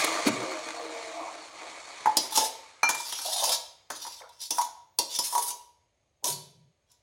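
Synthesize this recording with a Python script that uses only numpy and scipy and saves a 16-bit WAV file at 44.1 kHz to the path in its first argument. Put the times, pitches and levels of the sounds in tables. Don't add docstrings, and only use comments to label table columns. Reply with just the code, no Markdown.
import sys
import numpy as np
from scipy import signal
from scipy.fft import rfft, irfft, next_fast_len
from scipy.io import wavfile
from scipy.ndimage import uniform_filter1d

SR = 44100
rng = np.random.default_rng(int(sys.argv[2]) if len(sys.argv) > 2 else 0)


def master_out(mix):
    frames = np.transpose(np.atleast_2d(mix))
    ceiling = np.clip(frames, -1, 1)
    pcm = np.round(ceiling * 32767).astype(np.int16)
    wavfile.write(sys.argv[1], SR, pcm)


N = 309818


def amp(db):
    return 10 ** (np.asarray(db) / 20)


def unit(x):
    return x / np.sqrt(np.mean(x ** 2) + 1e-20)


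def unit_attack(x):
    return x / np.sqrt(np.mean(x[:SR // 50] ** 2) + 1e-20)


def clock(count):
    return np.arange(count) / SR


def along(points, hz):
    point_hz, value = np.transpose(points)
    return np.interp(np.log(hz + 1), np.log(point_hz + 1), value)


def wobble(rate_hz, count=N):
    knots = rng.standard_normal(int(count * rate_hz / SR) + 4)
    fine = signal.resample_poly(knots, 8, 1)
    return np.interp(clock(count) * rate_hz * 8, np.arange(len(fine)), fine)


def add(track, s, sound):
    part = track[max(round(s * SR), 0):][:len(sound)]
    part += sound[:len(part)]


def gate(t, start_s, end_s, attack_s, release_s):
    rise = np.clip((t - start_s) / attack_s, 0, 1)
    return rise * np.clip(1 - (t - end_s) / release_s, 0, 1)


def fade(t60_s, size=12288):
    t = clock(size)
    return np.exp(-np.log(1000) * t / t60_s) * (1 - np.exp(-t / 0.00065))


def coloured(x, points):
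    m = next_fast_len(len(x) + 8192)
    gain = amp(along(points, np.fft.rfftfreq(m, 1 / SR)))
    return irfft(rfft(x, m) * gain, m)[:len(x)]


def resonate(x, peaks):
    m = next_fast_len(len(x) + SR // 4)
    f = np.fft.rfftfreq(m, 1 / SR)
    response = sum(amp(db) * 1j * f * w / (c * c - f * f + 1j * f * w) for c, w, db in peaks)
    return irfft(rfft(x, m) * response, m)[:len(x)]


def grains(rate_hz, spread_db):
    chance, polarity, spread = rng.random(N), rng.standard_normal(N), rng.standard_normal(N)
    return unit((chance < rate_hz / SR) * np.sign(polarity) * amp(spread_db * spread))


def cloud(colour, count, size=12288):
    lines = np.zeros(size // 2 + 1, complex)
    picks = rng.integers(1, len(lines), count)
    lines[picks] = rng.standard_normal(count) + 1j * rng.standard_normal(count)
    return unit(irfft(lines * amp(along(colour, np.fft.rfftfreq(size, 1 / SR)))))


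# freq_hz, density_db_per_hz
ROOM_COLOUR = [(20, -27.5), (60, 2), (110, 2.5), (200, -11), (400, -10), (600, -6), (900, -17), (1300, -23),
               (3000, -20), (6000, -27), (10000, -31), (13000, -46), (16000, -58)]
HUSH_DB = -75.5


def hush():
    return amp(HUSH_DB) * unit(coloured(rng.standard_normal(N), ROOM_COLOUR))


def whine():
    return amp(-88.5) * unit(resonate(rng.standard_normal(N), [(6490, 25, 0)]))


# freq_hz, t60_s
KITCHEN_T60 = [(150, 0.25), (400, 0.76), (1000, 0.53), (3000, 0.61), (7000, 0.43), (15000, 0.33)]
TAIL_STEP_S = .3


def kitchen(x):
    out, size = np.zeros(N), int(TAIL_STEP_S * SR)
    for start in range(0, N, size):
        hz, t, z = signal.stft(rng.standard_normal(SR), SR, nperseg=256)
        decay = np.exp(-np.log(1000) * t / along(KITCHEN_T60, hz)[:, None])
        tail = signal.istft(z * decay, SR, nperseg=256)[1]
        tail *= 1 - np.exp(-(clock(len(tail)) / 0.0027) ** 2)
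        span = np.arange(max(start - size, 0), min(start + size, N))
        part = x[span] * (1 - np.abs(span - start) / size)
        add(out, span[0] / SR, signal.fftconvolve(part, tail / np.linalg.norm(tail)))
    return out


RUMBLE_S, RUMBLE_END_S, RUMBLE_RAMP_S = 6.28, 6.68, .045
JOLT_DB, JOLT_DECAY_S, TREMBLE_DB = -40, .05, -63


def rumble():
    hollow, t = [(146, 47, 0)], clock(N)
    jolt = amp(JOLT_DB) * np.exp(-np.maximum(t - RUMBLE_S, 0) / JOLT_DECAY_S)
    envelope = gate(t, RUMBLE_S, RUMBLE_END_S, RUMBLE_RAMP_S, RUMBLE_RAMP_S)
    noise = resonate(resonate(rng.standard_normal(N), hollow), hollow)
    return unit(noise) * (jolt + amp(TREMBLE_DB)) * envelope


# freq_hz, width_hz, level_db
AFTERRING_MODES = [(540, 3, 0), (640, 4, -3), (672, 4, -1), (1280, 3, -6), (2990, 3, -8), (4030, 3, -3),
                   (4950, 3, -6), (6630, 2, -5)]
AFTERRING_DB = 2


def afterring(metal):
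    return amp(AFTERRING_DB) * resonate(metal, AFTERRING_MODES)


def ring(modes, vary_db):
    hz, db, t60_s = np.transpose(modes)[:, :, None]
    decay = fade(t60_s)
    swing = np.sin((2 * np.pi * hz * clock(decay.shape[1])).astype(np.float32))
    strength = amp(db + vary_db * rng.standard_normal(hz.shape))
    return unit_attack(np.sum(strength * decay * swing, axis=0))


def shimmer(colour, t60_s, snap_db, snap_t60_s):
    envelope = fade(t60_s) + amp(snap_db) * fade(snap_t60_s)
    return unit_attack(cloud(colour, count=6000) * envelope)


def steel(colour, t60_s, snap_db, snap_t60_s):
    modes = cloud(colour, count=260) * fade(t60_s)
    snap = cloud(colour, count=3000) * fade(snap_t60_s)
    return unit_attack(modes + amp(snap_db) * snap)


def favour(colour, hz, boost_db):
    f = np.geomspace(100, 16000, 120)
    boost = boost_db * np.exp(-.5 * (np.log(f / hz) / 0.085) ** 2)
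    return np.transpose([f, along(colour, f) + boost])


# time_s, pitch_share (of the empty vessel's)
DRAINING_PITCH = [(2.06, .9), (2.44, .923), (2.83, .983), (4.6, .995), (5.35, 1.004)]


def drained(s):
    return np.interp(s, *np.transpose(DRAINING_PITCH))


# freq_hz, level_db, t60_s
BELLY_MODES = [(748, -11, 0.094), (799, -6.5, 0.076), (901, 5.5, 0.069), (846, 6, 0.016), (960, 2, 0.034)]
# freq_hz, level_db, t60_s
SHELL_MODES = [(958.2, 4, 0.12), (1081, -2, .06)]
BASS_HZ = 553


def belly_ring(s):
    modes = [(hz * (1 + rng.normal(0, .015)), db, t60_s) for hz, db, t60_s in BELLY_MODES]
    modes += [(hz * drained(s), db, t60_s) for hz, db, t60_s in SHELL_MODES]
    note = ring(modes, vary_db=2)
    note = note * (1 - np.exp(-clock(len(note)) / 0.0061))
    return unit_attack(signal.lfilter(*signal.butter(2, BASS_HZ, "high", fs=SR), note))


# freq_hz, level_db, t60_s
WALL_MODES = [(2720, -9, .14), (3110, -7, .14), (3450, -2, .14), (3590, 1, .14), (3900, -5, .2),
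              (4450, -3, .14), (4800, -3, .14), (5164, -1, .18), (5440, -1, .16), (5795, 0, .14),
              (6070, -1, .14), (6600, -1, .14), (7020, -2, .14)]
WALL_RING_VARY_DB, WALL_DETUNE_SHARE = 5, .016


def wall_ring(place_hz):
    modes = []
    for hz, db, t60_s in WALL_MODES:
        near_db = 4 * np.exp(-.5 * (np.log(hz / place_hz) / .14) ** 2)
        modes.append((hz * (1 + WALL_DETUNE_SHARE * rng.standard_normal()), db + near_db, t60_s))
    return ring(modes, vary_db=WALL_RING_VARY_DB)


# freq_hz, density_db_per_hz
THUD_COLOUR = [(40, -32.5), (100, -8.5), (200, -8.5), (330, 2), (450, -2), (620, 2.5), (1000, -14),
               (1800, -33), (8000, -56)]
CLACK_COLOUR = [(300, -24), (900, 0.5), (1100, 4), (1650, 0), (2050, -4), (2800, -18), (5000, -27),
                (10000, -56.5)]
WALL_SPECTRUM = [(200, -45.5), (1300, -23), (2500, -11.5), (3400, -4), (5300, -2), (6900, -5),
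                 (8000, -10.5), (10000, -36.5), (16000, -42.5)]
CRACK_SPECTRUM = [(1000, -48), (6000, -9), (8200, -1.5), (9800, 3.5), (11200, 0.5), (12500, -6),
                  (15500, -9)]
WALL_RING_DB, CRACK_DB = -6, -1.5
CLICK_DB, CLICK_T60_S = -11.5, .009


def contact(s, thud, hollow, clack, edge, hz):
    wall = steel(favour(WALL_SPECTRUM, hz, boost_db=11.0), t60_s=0.2, snap_db=4.5, snap_t60_s=0.048)
    wall = wall + amp(WALL_RING_DB) * wall_ring(hz)
    crack = steel(CRACK_SPECTRUM, t60_s=0.056, snap_db=-11.5, snap_t60_s=0.023)
    click_colour = [(500, -22.5), (3000, -9), (7000, 4.0), (15000, -10.5)]
    click = unit_attack(cloud(click_colour, count=6000) * fade(CLICK_T60_S))
    return (thud * amp(-6.5) * shimmer(THUD_COLOUR, t60_s=0.37, snap_db=9.0, snap_t60_s=0.094)
            + hollow * amp(-4.5) * belly_ring(s)
            + clack * amp(-5.0) * shimmer(CLACK_COLOUR, t60_s=0.16, snap_db=11.0, snap_t60_s=0.02)
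            + edge * amp(-6.0) * (wall + amp(CRACK_DB) * crack + amp(CLICK_DB) * click))


# time_s, strength_db, hollow_db, wall_db (last two relative to strength, before contact trims)
RIM_BUMPS = [(2.058, -26.5, 10, -14.5), (3.902, -33, -7, -2.5), (4.048, -48, 11.5, -7),
             (4.066, -48, 9, 2.5), (4.107, -60.5, 1, -6)]
REBOUND_S, REBOUND_DB, BUMP_THUD_DB = .013, -7, -6.5


def bumps():
    out = np.zeros(N)
    for s, db, hollow_db, wall_db in RIM_BUMPS:
        for late_s, loss_db, clack in (0, 0, 1), (REBOUND_S, REBOUND_DB, .45):
            blow = contact(s, amp(BUMP_THUD_DB), amp(hollow_db), clack, amp(wall_db), hz=6500)
            add(out, s + late_s, amp(db + loss_db) * blow)
    return out


# time_s, strength_db, ring_db, wall_db, wall_pitch_hz
BOWL_CLINKS = [(2.831, -23, 3.5, -8, 6300), (2.89, -28, -10, 4, 7050), (2.899, -27, -7, -2, 6900),
               (2.947, -36, -16, 3, 7600), (3.124, -40, -14, 8, 3300), (3.188, -42, -8, 3, 3400)]
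# freq_hz, level_db, t60_s
LADLE_MODES = [(1018, -3, 0.06), (1290, -4, .12), (1362, -3, .14), (1440, 0, .08), (1674, -1, .04),
               (2374, 5, 0.5), (2392, -8, .3), (2993, -17, .17), (4199, -1, .045), (4215, -16, .4),
               (5512, -15, .4), (6067, -7, 0.37), (6691, -20, .45)]
FREE_S, DAMPED_DB_PER_S = 0.054, 380
CLINK_HOLLOW_DB, CLINK_THUD_DB = 0, -11


def clinks():
    out = np.zeros(N)
    for s, db, ring_db, wall_db, hz in BOWL_CLINKS:
        note = ring(LADLE_MODES, vary_db=1)
        note = note * amp(-DAMPED_DB_PER_S * np.maximum(clock(len(note)) - FREE_S, 0))
        blow = contact(s, amp(CLINK_THUD_DB), amp(CLINK_HOLLOW_DB), 1, amp(wall_db), hz)
        add(out, s, amp(db) * (blow + amp(ring_db - 1.0) * note))
    return out


# start_s, end_s, pressure_db (before trim), swell_db (over the stroke), hollow_db, hiss_db
# (both relative to the wall), wall_pitch_hz
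SCRAPE_STROKES = [(2.215, 2.262, -38, 0, 1, -2.5, 5200), (2.299, 2.462, -30.5, -3, -6.5, 0.5, 5800),
                  (2.947, 3.545, -32, 14.5, -13.5, -3.5, 5400),
                  (3.921, 4.031, -43.5, -0.5, -14.5, -4, 5960),
                  (3.998, 4.196, -41.5, -15.5, -19.5, -6.5, 4670), (4.288, 4.402, -58, 11, -9.5, -7, 4740),
                  (4.391, 4.46, -35, -5, -26.5, -5, 4870), (4.517, 4.643, -46.5, -10.5, 2, 10, 6150),
                  (5.083, 5.154, -29.5, 2, -28.5, -7.5, 4200), (5.183, 5.5, -39.5, 5.5, -8.5, 7.5, 6100),
                  (5.221, 5.262, -26.5, -6.5, -24.5, -0.5, 6500), (6.232, 6.307, -34, 4, -13.5, 2.5, 5240),
                  (6.863, 6.97, -70, -16, -9, -9.5, 4620)]
SCRAPE_RING_DB = -4
BITE_S, LIFT_S = 0.035, 0.015
BRIGHTEN_DB = 0.5


def scrapes():
    out, size = np.zeros(N), SR // 8
    slips = unit(grains(rate_hz=600, spread_db=3.5) * amp(2.3 * wobble(70)))
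    window = np.sin(np.pi * np.arange(size) / size)
    for begin, end, db, swell_db, hollow_db, hiss_db, hz in SCRAPE_STROKES:
        for start in range(int(begin * SR) - size // 2, int((end + LIFT_S) * SR), size // 2):
            place_hz = hz * np.exp(rng.normal(0, 0.24))
            thud = shimmer(THUD_COLOUR, t60_s=0.082, snap_db=-6.5, snap_t60_s=.006)
            clack = shimmer(CLACK_COLOUR, t60_s=0.051, snap_db=0.5, snap_t60_s=0.0052)
            belly = belly_ring(begin) + amp(-15.5) * thud + amp(-4.0) * clack
            place_colour = favour(WALL_SPECTRUM, place_hz, boost_db=7.5)
            wall = steel(place_colour, t60_s=0.099, snap_db=16.5, snap_t60_s=0.004)
            wall = wall + amp(SCRAPE_RING_DB) * wall_ring(place_hz)
            crack = steel(CRACK_SPECTRUM, t60_s=0.1, snap_db=5.5, snap_t60_s=0.0068)
            t = start / SR + clock(size)
            travel = np.clip((t - begin) / (end - begin), 0, 1) - .5
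            pressure = gate(t, begin, end, BITE_S, LIFT_S) * amp(db - 4.0 + swell_db * travel)
            force = slips.take(start + np.arange(size), mode="wrap") * window * pressure
            layers = (belly, hollow_db), (wall, 0), (crack, hiss_db + BRIGHTEN_DB * travel)
            for body, share_db in layers:
                scrape = signal.fftconvolve(force * amp(share_db), body / np.linalg.norm(body))
                add(out, start / SR, scrape)
    return out


# time_s, strength_db, hollow_db (relative to strength, before contact trim), wall_pitch_hz
EDGE_TAPS = [(2.168, -15.5, -17.5, 4740), (2.321, -35, 2, 3700), (2.358, -24, -25.5, 6550),
             (2.373, -17, -0.5, 5850), (2.999, -36.5, 2, 5300), (3.258, -31, -12, 3500),
             (3.438, -24, -6.5, 6550), (3.491, -25, -5, 3550), (3.518, -33, -10, 5100),
             (4.29, -54, 4.5, 3580), (4.414, -38.5, -17, 5000), (4.505, -22.5, -14.5, 5900),
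             (4.582, -29.5, 11, 5700), (4.612, -29.5, 4, 6450), (4.644, -41.5, -15, 6900),
             (4.986, -18, -10.5, 4670), (5.16, -31.5, -32, 5600), (5.187, -21.5, -7.5, 5250),
             (5.324, -35.5, 5, 5700), (5.35, -30.5, 10.5, 6200), (5.377, -28, 4, 6360),
             (5.503, -30.5, -10.5, 6360), (6.241, -24, -10, 5800), (6.254, -29, -5, 6200),
             (6.323, -32, -20, 4560), (6.914, -58, -33, 6800)]
TAP_THUD_DB, HARD_TAP_DB = -11.5, -14.5
THUD_GROWTH = 0.71
TAP_CLACK_DB, HOLLOW_CLACK_DB = -41, -18.5


def taps():
    out = np.zeros(N)
    for s, db, hollow_db, hz in EDGE_TAPS:
        clack = amp(TAP_CLACK_DB) + amp(hollow_db + HOLLOW_CLACK_DB)
        thud = amp(TAP_THUD_DB + THUD_GROWTH * (db - HARD_TAP_DB))
        add(out, s + .001, amp(db) * contact(s, thud, amp(hollow_db), clack, 0.86, hz))
    return out


# freq_hz, level_db, t60_s
HUM_MODES = [(958, 0, .55), (1114, -7, .3)]
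HUM_DB, HUM_FOLLOWS = -13, 0.75


def hum():
    t, out = clock(N), np.zeros(N)
    for hz, mode_db, t60_s in HUM_MODES:
        energy = np.zeros(N)
        for s, db, hollow_db, _ in EDGE_TAPS:
            level = amp(db + HUM_FOLLOWS * hollow_db + HUM_DB + mode_db)
            add(energy, s, (level * fade(t60_s, size=SR)) ** 2)
        phase = 2 * np.pi * hz * np.cumsum(drained(t)) / SR + .25 * wobble(12)
        out += np.sqrt(energy) * np.sin(phase)
    return out


def bubble(hz):
    t = clock(SR // 10)
    cycles = hz * t * (1 + 0.78 * t)
    return np.sin(2 * np.pi * cycles) * np.exp(-cycles / 4.2) * (1 - np.exp(-cycles / 1.6))


# time_s, level_db, pitch_hz, half_length_s, scatter (of log pitch)
GLUG_CLUSTERS = [(0.269, -21.5, 310.5, 0.0082, 0.297), (0.337, -44.5, 184, 0.066, 0.29),
                 (1.243, -39.5, 850, 0.056, 0.16), (1.642, -45.5, 730, 0.027, 0.28),
                 (2.425, -37.5, 598, .025, 0.22), (3.261, -35, 710, 0.0057, .16),
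                 (3.292, -35, 714, 0.0079, 0.081), (3.379, -41, 717, 0.054, 0.081),
                 (3.436, -28, 771, .009, 0.171), (3.495, -35.5, 657, 0.023, 0.155),
                 (4.218, -46, 1076, 0.0072, 0.41), (4.248, -52, 837, 0.029, 0.35),
                 (5.375, -46, 560, .035, .22), (6.275, -42, 560, .03, 0.29)]


def glugs():
    out = np.zeros(N)
    for s, db, hz, half_s, scatter in GLUG_CLUSTERS:
        cluster, count = np.zeros(SR // 2), 14 if half_s < .02 else 40
        ratios = np.exp(scatter * rng.permutation(np.linspace(-1.7, 1.7, count)))
        for place, ratio, late in zip(np.linspace(-1, 1, count), ratios, rng.standard_normal(count)):
            strength = np.sqrt(ratio) * np.exp(-1.6 * place ** 2)
            add(cluster, half_s * (2 + 1.6 * place + 0.09 * late), bubble(hz * ratio) * strength)
        loudness = np.sqrt(2 * half_s * SR / np.sum(cluster ** 2))
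        add(out, s - .004 - 2 * half_s, amp(db) * cluster * loudness)
    return out


GURGLES_PER_S, GURGLE_HZ, GURGLE_SCATTER = 90, 660, .33
GURGLE_DB, GURGLE_SPREAD_DB = -1.5, 3


def gurgle():
    out = np.zeros(N)
    draws = rng.standard_normal((300, 3))
    times_s = np.cumsum(draws[:, 0] ** 2) / GURGLES_PER_S
    for s, (_, size, strength) in zip(times_s, draws):
        level = amp(GURGLE_DB + GURGLE_SPREAD_DB * strength)
        add(out, s, level * bubble(GURGLE_HZ * np.exp(GURGLE_SCATTER * size)))
    return out


def patchy(x, depth_db):
    z = signal.stft(x, nperseg=1024)[2]
    field = uniform_filter1d(rng.standard_normal(z.shape), size=5, axis=0)
    field = uniform_filter1d(field, size=5, axis=1)
    return unit(signal.istft(z * amp(depth_db * unit(field)), nperseg=1024)[1][:N])


# start_s, end_s, pitch_hz, level_db
SINGING_NOTES = [(.3, 0.6, 374, -45), (.42, 0.6, 528, -42), (.44, 0.74, 624, -44.5),
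                 (.36, 1.09, 324, -51.5), (.7, 1.16, 468, -44.5), (.84, 1.23, 653.5, -47),
                 (1.14, 1.25, 681, -42)]


def hollow_singing(width_hz, waver, fall_per_s):
    out = np.zeros(N)
    for start, end, hz, db in SINGING_NOTES:
        t = clock(max(int((end - start) * SR), 2))
        phase = 2 * np.pi * np.cumsum(hz * (1 - fall_per_s * (t - t.mean()))) / SR
        tone = (1 + waver * wobble(width_hz, len(t))) * np.sin(phase)
        tone += waver * wobble(width_hz, len(t)) * np.cos(phase)
        add(out, start, amp(db) * unit(tone) * np.abs(np.sin(np.pi * t / t[-1])) ** 0.87)
    return out


# freq_hz, density_db_per_hz
SIZZLE_COLOUR = [(250, -15), (600, -2), (1200, 0.5), (1450, -7), (2250, -0.5), (2750, -8.5), (3800, -6.5),
                 (4380, -3), (4900, -10.5), (6700, -8.5), (9000, -15.5), (11000, -25), (12500, -47),
                 (16000, -45.5)]
FIZZ_PATCH_DB, FLUTTER_DB, SWELL_DB = 1.8, .6, .8
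SPITS_PER_S, SPIT_SPREAD_DB, SPIT_DB = 60, 4, -9


def sizzle(heat):
    fizz = coloured(grains(rate_hz=5800, spread_db=3.0), [(60, -26.0)] + SIZZLE_COLOUR)
    fizz = patchy(fizz, FIZZ_PATCH_DB)
    pops = coloured(grains(SPITS_PER_S, SPIT_SPREAD_DB), [(60, -28.0)] + SIZZLE_COLOUR)
    rattle = rng.standard_normal(SR // 20) * fade(.02, size=SR // 20)
    spits = unit(signal.fftconvolve(pops, rattle)[:N])
    wall_peaks = [(2090, 13, -6.5), (2227, 24, 2.0), (2444, 15, 4), (4375, 9.3, 2.0),
                  (5992, 17, -3), (6670, 18, 4.0), (7200, 25, 0.0)]
    singing = unit(resonate(fizz, wall_peaks))
    spray = unit(coloured(grains(rate_hz=1500, spread_db=2.5), CRACK_SPECTRUM))
    spray = spray * amp(-4.0) * heat * (heat / heat.max()) ** 1.9
    flicker = amp(FLUTTER_DB * wobble(22) + SWELL_DB * wobble(7.9))
    return (fizz + amp(SPIT_DB) * spits + amp(-13) * singing) * heat * flicker + spray


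# freq_hz, width_hz, level_db
POT_MODES = [(325.7, 13, 5.5), (476, 8, 0.5), (567, 10, 0), (580, 40, -10), (631, 11, 8), (691, 20, 8.5),
             (828, 70, -1.5), (918, 14, 1), (1065, 7.1, 5.5), (1162, 34, 4.5)]
CHURN_PATCH_DB = 2.6


def churn(flow):
    colour = [(60, -11.5), (200, -19.5), (300, -2), (1300, -4.5), (2500, -10.0)]
    splats = coloured(grains(rate_hz=400, spread_db=5.5), colour)
    body = patchy(resonate(splats, POT_MODES), CHURN_PATCH_DB) + gurgle()
    return body * flow * amp(0.77 * wobble(24))


# time_s, half_length_s, level_db
STREAM_SURGES = [(0.047, 0.0051, 6.5), (0.278, 0.016, 12), (1.387, 0.0575, -3.5), (1.506, 0.055, -5)]
CHURN_DB, THINNING_DB_PER_S, POUR_END_S, BREAK_OFF_S = -33, 11, 2.12, .15
SIZZLE_DB, FLARE_DB, COVER_S, COOLING_DB_PER_S, SIMMER_DB = -47, 19.5, 0.51, 17, -84
SURGE_SHARE = 0.91


def pour():
    t = clock(N)
    surge_db = sum(db * np.exp(-((t - s) / half_s) ** 2) for s, half_s, db in STREAM_SURGES)
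    break_off = np.clip(1 - (t - POUR_END_S) / BREAK_OFF_S, 0, 1)
    flow = amp(CHURN_DB - THINNING_DB_PER_S * t + surge_db) * break_off
    flare_db = FLARE_DB * np.exp(-t / COVER_S)
    cooling_db = COOLING_DB_PER_S * np.maximum(t - POUR_END_S, 0)
    heat = amp(SIZZLE_DB + flare_db + SURGE_SHARE * surge_db - cooling_db) + amp(SIMMER_DB)
    return churn(flow) + sizzle(heat) + hollow_singing(width_hz=23.0, waver=0.63, fall_per_s=0.0986)


def scene():
    strikes = taps() + bumps() + clinks() + scrapes()
    metal = signal.lfilter(*signal.butter(2, 110, "high", fs=SR), strikes)
    near = metal + afterring(metal) + glugs()
    background = hush() + whine() + rumble()
    return (background + amp(-7.5) * kitchen(near) + near + hum() + pour())[None]


TOP_HZ = 15900


def record(dry):
    m = next_fast_len(N + SR // 4)
    in_band = np.fft.rfftfreq(m, 1 / SR) < TOP_HZ
    return irfft(rfft(dry, m) * in_band, m)[:, :N]


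dry = scene()
out = record(dry)
master_out(out)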